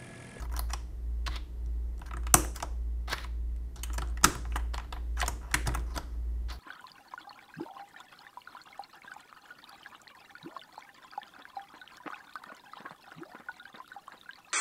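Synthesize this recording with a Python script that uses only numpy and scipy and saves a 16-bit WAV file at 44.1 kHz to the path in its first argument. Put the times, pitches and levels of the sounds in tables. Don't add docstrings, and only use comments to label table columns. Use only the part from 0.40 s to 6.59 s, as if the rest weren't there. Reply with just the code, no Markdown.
import sys
import numpy as np
from scipy import signal
from scipy.fft import rfft, irfft, next_fast_len
from scipy.io import wavfile
from scipy.ndimage import uniform_filter1d

SR = 44100
rng = np.random.default_rng(int(sys.argv[2]) if len(sys.argv) > 2 else 0)


def digitize_waveform(pressure):
    field = np.atleast_2d(pressure).T
    bounded = np.clip(field, -1, 1)
    quanta = np.round(bounded * 32767).astype(np.int16)
    wavfile.write(sys.argv[1], SR, quanta)


N = 272979


def undb(db):
    return 10 ** (np.asarray(db) / 20)


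def walk(rate_hz):
    hold = int(SR / rate_hz)
    steps = np.repeat(rng.standard_normal(N // hold + 1), hold)
    slewed = uniform_filter1d(uniform_filter1d(steps, hold), hold)
    return 0.8 * slewed[:N]


def shaped_noise(size, hz, db):
    f = np.arange(1, size // 2 + 2) * SR / size
    gain = undb(np.interp(np.log(f), np.log(hz), db))
    return irfft(rfft(rng.standard_normal(size)) * gain, size)


# frequency in Hz, relative density in dB.
AIR_SPECTRUM = [(18, -29), (34, -1.5), (60, -13), (110, -20), (200, -32), (330, -28), (540, -37),
                (990, -42), (1400, -47.5), (1750, -49.5), (1960, -44), (2200, -53), (6000, -57),
                (14500, -58.5), (16000, -73.5)]
AIR_DB = -47


def air():
    noise = shaped_noise(next_fast_len(N), *np.transpose(AIR_SPECTRUM))[:N]
    return undb(AIR_DB + 1.2 * walk(0.9)) * noise / np.std(noise)


# multiple of the first motor, multiple of the second, middle peak level in dB.
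HUM_LINES = [(1, 0, -33.5), (0, 1, -38.5), (2, 0, -60.5), (1, 1, -72), (2, 1, -61.5), (3, 1, -65.5)]
# frequency in Hz, middle peak level in dB.
MAINS_LINES = [(120, -68.5), (180, -70), (240, -80), (300, -64.5), (360, -70.5), (420, -69.5)]
FIRST_MOTOR_HZ, SECOND_MOTOR_HZ = 57.94, 56.18
BEAT_TOP_S = 0.22


def hum():
    t = np.arange(N) / SR - BEAT_TOP_S
    out = np.zeros(N)
    for first, second, db in HUM_LINES:
        hz = first * FIRST_MOTOR_HZ + second * SECOND_MOTOR_HZ
        out += undb(db + 0.35 * walk(18)) * np.cos(2 * np.pi * hz * t)
    for hz, db in MAINS_LINES:
        out += undb(db + 2.5 * walk(11)) * np.cos(2 * np.pi * hz * t)
    return out


# frequency in Hz, level over the dry sound in dB, t60 in s.
ROOM_ECHO = [(152, -13.5, 0.63), (410, -9.5, .5), (978, -12.5, 0.34), (2600, -11.5, 0.38),
             (3700, -11.5, .42), (4940, -15, 0.46), (8760, -14.5, .4), (14700, -14.5, 0.21)]
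EARLY_DB, EARLY_T60_S = 1.5, 0.022
SMEAR, SMEAR_HZ = 0.045, 122.4


def room(dry):
    frames = dict(nperseg=256, noverlap=192)
    f, t, spectrum = signal.stft(dry, SR, **frames)
    blur = np.exp(-.5 * ((f[:, None] - f) / np.maximum(SMEAR * f, SMEAR_HZ)) ** 2)
    power = (blur / np.sum(blur, axis=0)) @ np.abs(spectrum) ** 2

    hz, db_points, t60_points = np.transpose(ROOM_ECHO)
    db = np.interp(np.log(f + 1), np.log(hz), db_points)[:, None]
    t60 = np.interp(np.log(f + 1), np.log(hz), t60_points)[:, None]
    lag = t[None, :600] - .006

    def fade(t60_s):
        rate = np.log(1e6) / t60_s
        return (lag > 0) * np.exp(-rate * lag) * rate * t[1]

    response = undb(2 * db) * (fade(t60) + undb(2 * EARLY_DB) * fade(EARLY_T60_S))
    echo_power = np.abs(signal.fftconvolve(power, response, axes=1)[:, :len(t)])
    noise = signal.stft(rng.standard_normal(N), SR, **frames)[2]
    return signal.istft(np.sqrt(echo_power) * noise / np.std(noise), SR, **frames)[1][:N]


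def ring(modes, length_s, detune=0.022, scatter_db=3.5):
    hz, db, t60 = np.transpose(modes)[:, :, None]
    level_chance, pitch_chance = rng.standard_normal((len(modes), 2)).T[:, :, None]
    t = np.arange(int(length_s * SR)) / SR
    decay = np.exp(-np.log(1000) * t / np.maximum(t60, .003))
    sense = (-1) ** np.arange(len(modes))[:, None]
    swing = np.sin(2 * np.pi * hz * (1 + detune * pitch_chance) * t)
    return sense * undb(db + scatter_db * level_chance) * decay * swing


def focus(modes, centre_hz, db_per_octave=7.5):
    octaves = np.abs(np.log2(np.transpose(modes)[0][:, None] / centre_hz))
    return undb(-db_per_octave * octaves)


# middle frequency in Hz, middle relative level in dB, t60 in s.
CAP_MODES = [(3396, 1, 0.0037), (3820, -6, .005), (4296, -5.5, .008), (5200, -5, 0.0072),
             (5970, -8.5, 0.0054), (5780, -8, 0.011), (6670, -6, 0.0042), (8060, -12.5, 0.018),
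             (7150, -8.5, 0.0067), (8680, -6, 0.012), (8900, -10, .006)]
EDGE_MODES = [(9780, 0, 0.0073), (11300, -5.5, .005), (11880, -4, 0.0075), (12800, -6.5, .005),
              (14500, -4, 0.0046), (14950, -4.5, 0.0034)]
CASE_MODES = [(708, -4, 0.04), (823, -4, 0.027), (989.5, -4, 0.051), (1094, -4, 0.026), (1289, 2, 0.021),
              (1530, -2, 0.018), (1638, 0.5, 0.016), (1973, 0, .02), (2267, -7.5, 0.033),
              (2534, -4.5, 0.021), (2960, -2.5, 0.018), (2883, -12, .008), (3552, -2, .007),
              (4150, -3.5, 0.005)]
# start in seconds, length in seconds, cap rms at start in dB, cap rms at end in dB,
# cap edge over cap in dB, case over cap in dB, cap brightest spot in Hz, case brightest spot in Hz.
RUBS = [(0.0, 0.014, -55, -62.5, -8, 8, 6600, 1170), (0.026, 0.03, -60.5, -66, -0.5, 9, 5060, 890),
        (0.116, .03, -69, -73, 7, 18, 6200, 1030), (0.152, 0.027, -66, -47, -4, 9, 5400, 1080),
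        (0.288, 0.021, -75, -51, -14, 12.5, 6000, 1230), (0.313, 0.025, -60, -53, -3, 1, 6000, 1240),
        (.863, .016, -36, -37, -24, -3, 4350, 1220), (0.888, .02, -59, -69, -8, -4, 3920, 930),
        (0.907, 0.059, -52.5, -43.5, -20, -0.5, 3720, 1680),
        (0.963, 0.032, -32.5, -91, -24, -5, 3670, 1940), (1.623, 0.026, -76, -77, -8, 7, 6100, 1100),
        (1.658, 0.033, -62.5, -66, -6, 10, 6200, 1200), (1.78, 0.035, -76, -85, -3, 16, 5900, 1100),
        (1.832, .03, -70, -88, -6, 18.5, 6300, 1150), (1.9, .015, -72, -82, -7, 17, 5200, 1898),
        (2.148, 0.011, -57, -59, 1, 7.5, 6950, 1100), (2.162, .028, -46.5, -60.5, -7, 4.5, 6850, 1100),
        (2.676, 0.047, -49.5, -41, -16, 2, 4270, 1220), (2.725, .024, -35, -59, -14, 5.5, 4280, 1430),
        (2.749, 0.041, -60, -58, -5, 3, 4200, 1450), (2.79, 0.058, -55, -52, -12, 3, 4200, 1860),
        (2.848, 0.027, -62.5, -71, -2, -8, 4400, 1720), (3.362, 0.059, -57, -70, -15, 2, 4650, 840),
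        (3.451, 0.046, -76, -79, -7, 17.5, 5900, 1420), (3.54, .024, -48, -71, -3, 6, 6600, 1280),
        (3.631, .13, -74, -82, -10, 14, 4170, 990), (4.06, 0.018, -67, -71.5, -7.5, 10, 5100, 945),
        (4.099, 0.063, -70, -60, -7, 5, 6100, 1550), (4.161, 0.027, -39, -81, -10, 11, 7300, 1110),
        (4.334, .007, -66.5, -49, -15, 11, 5040, 1120), (4.348, 0.023, -53, -63, -8, 5, 4000, 1320),
        (4.413, 0.08, -70, -90, -17, 13, 4050, 1030), (4.527, 0.069, -69.5, -77.5, 0, 12, 4050, 1020),
        (4.767, 0.031, -59, -46, -9, 11, 5920, 1290), (4.803, 0.0091, -40, -43, -17, -7, 5930, 1880),
        (4.828, 0.011, -36.5, -68, -9, 13.5, 3700, 820), (4.846, 0.025, -67, -59, 0, 8, 4000, 860),
        (5.009, 0.15, -73.5, -73.5, -6, 19.5, 5450, 1050), (5.258, 0.016, -55.5, -51, -6, 14, 6120, 1540),
        (5.276, 0.033, -53, -74, -4, 17, 5720, 990), (5.363, .04, -74, -68, -3, 8, 5430, 965),
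        (5.462, 0.07, -70, -65, -12, 12, 5100, 950), (5.533, 0.024, -64.5, -43.5, -9, 5.5, 4500, 920),
        (5.581, .02, -54, -70, -15, 6, 5450, 850), (5.605, 0.18, -73.5, -80, -7.5, 11.5, 4910, 1265),
        (6.084, 0.033, -61.5, -45, -23.5, 2.5, 4050, 1400),
        (6.121, 0.045, -47.5, -64, -7.5, 4.5, 4600, 900)]


def slides():
    out = np.zeros(N)
    grip = undb(3.17 * walk(400) + 2.8 * walk(80))
    grip_rms = np.sqrt(np.mean(grip ** 2))
    for start_s, length_s, from_db, to_db, edge_db, case_db, cap_hz, case_hz in RUBS:
        first = int(start_s * SR)
        span = np.arange(first, min(int((start_s + length_s) * SR), N))
        level_db = np.linspace(from_db, to_db, len(span))
        parts = ((CAP_MODES, 0, focus(CAP_MODES, cap_hz, 31.0)),
                 (EDGE_MODES, edge_db, 1),
                 (CASE_MODES, case_db, focus(CASE_MODES, case_hz, 9.6)))
        for modes, over_cap_db, weight in parts:
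            body = ring(modes, .05) * weight
            force = grip[span] * undb(level_db + over_cap_db) / np.linalg.norm(body)
            ticks = rng.standard_normal((len(modes), len(span))) * force
            rub = np.sum(signal.fftconvolve(ticks, body, axes=1), axis=0)[:N - first]
            out[first:first + len(rub)] += rub / grip_rms
    return out


def strike(force, body):
    rows = signal.fftconvolve(force[None], body, axes=1)
    share = np.linalg.norm(body, axis=1) / np.linalg.norm(rows, axis=1)
    return np.sum(rows * share[:, None], axis=0)


def add(out, start_s, sound, peak_db):
    first = int(start_s * SR)
    sound = sound[:N - first]
    loudest = np.sqrt(2 * np.max(uniform_filter1d(sound ** 2, size=66)))
    out[first:first + len(sound)] += sound * undb(peak_db) / loudest


# middle frequency in Hz, middle relative level in dB, t60 in s.
DESK_MODES = [(42, -4, .25), (86, -5, 0.18), (125.6, 2.5, 0.17), (170.9, -2.5, 0.13), (222, -7, 0.18),
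              (301.8, 0.5, 0.32), (349.6, -2, 0.4), (387.5, -2.5, 0.23)]
# start in seconds, cap level in dB, cap edge level in dB,
# case level in dB, desk level in dB, cap brightest spot in Hz, case brightest spot in Hz, chatter in ms.
HANDLING = [(0.0203, -46, -56, -39.5, -39.5, 4670, 660, 4.4),
            (.0515, -67, -56, -42.5, -45, 3380, 1040, 1.9), (0.095, -58, -65, -49, -58, 3490, 780, 2.7),
            (.124, -48.5, -58, -53, -39, 7530, 942, 2.4), (.138, -50, -51, -36, -49.5, 6820, 980, 1.4),
            (0.148, -65, -70, -46, -53, 6000, 1110, 1.1), (0.164, -34.5, -40, -35.5, -49, 5840, 1140, 1.5),
            (0.1755, -40, -43, -51, -42, 3270, 1030, 0.52), (0.1914, -29.5, -27, -29.5, -48, 3330, 1090, 2),
            (0.304, -44, -56, -42, -55, 6390, 1320, 2.2),
            (0.3322, -28.5, -42.5, -27.5, -39.5, 5370, 1090, 4.5),
            (.862, -35, -61, -37, -54, 4260, 1510, 9.9), (0.875, -39, -63, -32.5, -34.5, 4430, 980, 2.8),
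            (0.9571, -37.5, -63, -40, -62, 3240, 1900, 4.1), (1.259, -58, -78, -63, -45, 5570, 608, 2.5),
            (1.5783, -55, -73, -61, -67, 7180, 697, 2), (1.5926, -52, -59, -53, -44, 7630, 988, 2.7),
            (1.6145, -54, -62, -37, -51, 3520, 960, 3.1), (1.661, -49, -56, -59, -49, 3220, 1310, 6.8),
            (1.709, -57, -66, -35, -67, 3570, 1400, 2.6), (1.7351, -51, -59, -31.5, -37, 5920, 1730, 1.8),
            (1.7675, -44.5, -55, -34.5, -40.5, 8030, 1220, 2.5),
            (1.8334, -58, -73, -48, -64, 6820, 1320, 2), (1.867, -41, -50, -33, -48, 6090, 1600, 2.2),
            (1.9402, -4.5, -7, -9, -15.5, 7530, 824, 2.1), (1.9515, -29, -35, -26, -25, 7940, 990, 2.7),
            (2.045, -52, -43, -34.5, -45, 9380, 1160, 1.4),
            (2.159, -35.5, -39, -45.5, -49, 7140, 1330, 2.7), (2.2002, -42, -49, -36, -51, 3200, 1270, 2.2),
            (2.2234, -29.5, -43, -22.5, -36, 5930, 732, 4.2), (2.6796, -53, -59, -35.5, -53, 4140, 1092, 2),
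            (2.6972, -42.5, -48, -36.5, -55, 4590, 964, 4.6),
            (2.728, -31.5, -47, -26.5, -36, 4290, 1620, 6.8), (2.776, -54, -67, -44, -52, 3780, 1910, 1.8),
            (2.7814, -39, -64, -33.5, -52, 3470, 2720, 1.5),
            (2.8417, -46, -68, -35.5, -57, 4520, 1890, 3.1),
            (3.1617, -58.5, -65, -62.5, -58.5, 8000, 1893, 1.9),
            (3.3572, -46, -58, -48.5, -54, 4950, 1210, 8.6),
            (3.4323, -30.5, -37, -36, -64, 8580, 2380, 5.9),
            (3.4997, -57, -63, -38.5, -45, 3290, 1260, 1.6), (3.531, -40, -52, -46, -55, 7070, 2030, 3.6),
            (3.5788, -31.5, -42, -28.5, -31.5, 5620, 1170, 4.6),
            (3.6177, -37.5, -48, -30, -32, 3250, 825, 4.3), (3.6724, -52, -72, -55, -57.5, 7050, 834, 2.2),
            (3.685, -53.5, -71, -56, -62, 7650, 1050, 1.4), (3.698, -54, -72, -63, -62, 8000, 1040, 1.53),
            (3.7718, -48.5, -56.5, -37, -56, 6020, 1690, 3.3), (3.812, -54, -60, -45.5, -48, 3260, 980, .8),
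            (3.8324, -31, -46, -30.5, -28.5, 8000, 1320, 3.6), (3.8411, -10, -19, -10, -15, 8010, 1340, 3),
            (3.8449, -14.5, -20.5, -17, -19, 5490, 1640, 3),
            (3.9514, -45, -40.5, -34.5, -31.5, 3600, 990, 1.8),
            (4.0505, -57, -72, -38.5, -48, 4020, 982, 1.3), (4.1198, -58, -62, -39, -62.5, 3270, 2130, 1.8),
            (4.1568, -39.5, -39.5, -23.5, -37, 3300, 1040, 2.2),
            (4.1947, -55, -66, -42, -64, 3210, 872, 4.2), (4.342, -32, -54, -31.5, -61, 3220, 1044, 1),
            (4.3784, -37, -52, -28, -59, 5820, 1075, 1.5), (4.397, -47, -72, -36.5, -56, 3460, 1020, 2.5),
            (4.4438, -64.5, -71, -46, -53.5, 3540, 1020, 3.2),
            (4.524, -37.5, -60, -31.5, -51.5, 3390, 1036, 3.1),
            (4.563, -61.5, -70, -37, -45, 3620, 1007, 2.6), (4.7709, -58, -59, -37.5, -55, 3450, 1310, 2),
            (4.8015, -28.5, -50, -36.5, -51, 5760, 1530, 1.7), (4.813, -30, -40, -20, -38, 3630, 2080, 3.4),
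            (4.8242, -29.5, -48, -34, -49, 3210, 977, 2.6), (4.8609, -32.5, -50, -52, -42, 3410, 977, 2.6),
            (4.8785, -23, -31, -26, -28, 8800, 1010, 3.15), (5.1113, -46, -59, -38.5, -53, 3990, 1320, 5.2),
            (5.128, -51, -62, -54, -58, 6500, 2900, 1.5), (5.1398, -20, -26.5, -16, -26, 8870, 1760, 6.2),
            (5.2699, -27.5, -36, -28.5, -21, 6480, 743, 6.3), (5.2894, -43, -57, -31, -39, 3940, 1350, 1.9),
            (5.3187, -58, -52, -37.5, -32, 8120, 1216, 1.4), (5.3392, -46, -50, -37, -45, 3440, 2060, 3.7),
            (5.3465, -35.5, -36, -25.5, -39, 8020, 970, 4.5), (5.373, -51, -51, -37.5, -32, 6460, 870, 1.7),
            (5.394, -48, -65, -50, -53.5, 3670, 751, 1.5), (5.5607, -36, -47, -33, -32, 4040, 1283, 4.4),
            (5.5747, -29.5, -39.5, -26.5, -43, 5800, 740, 3.8),
            (6.1003, -45.5, -60, -47.5, -50.5, 4280, 2065, 3.2)]
BUILD_UP_S, BUILD_UP_SHARE = .0007, 0.12


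def contacts():
    out = np.zeros(N)
    t = np.arange(int(.04 * SR)) / SR
    push = t * np.exp(-t / 0.00063)
    for start_s, cap_db, edge_db, case_db, desk_db, cap_hz, case_hz, chatter_ms in HANDLING:
        span = np.clip(chatter_ms, .2, 15) / 1000
        rise = BUILD_UP_S + BUILD_UP_SHARE * span
        noise = rng.standard_normal(len(t))
        ticks = noise * np.abs(noise) ** 0.22
        fall = np.exp(-(np.maximum(t - rise, 0) / span) ** 2)
        chatter = ticks * np.minimum(t / rise, 1) ** 2 * fall

        sharp_db = 9.0 + .5 * max(cap_db + 21, 0)
        cap = ring(CAP_MODES, .02) * focus(CAP_MODES, cap_hz, sharp_db)
        case = ring(CASE_MODES, 0.07) * focus(CASE_MODES, case_hz)
        desk = np.sum(ring(DESK_MODES, .3), axis=0)
        add(out, start_s, strike(chatter, cap), cap_db)
        add(out, start_s, strike(chatter, ring(EDGE_MODES, .02)), edge_db)
        add(out, start_s, strike(chatter, case), case_db)
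        add(out, start_s, signal.fftconvolve(push, desk), desk_db)
    return out


def scene():
    near = slides() + contacts()
    return (air() + hum() + room(near) + near)[None]


def record(dry):
    ceiling, top_hz = .76, 15600
    rounded = dry / (1 + np.abs(dry / ceiling) ** 4) ** .25
    low_pass = signal.ellip(10, .2, 90, top_hz, fs=SR, output="sos")
    return signal.sosfilt(low_pass, rounded)


dry = scene()
out = record(dry)
digitize_waveform(out)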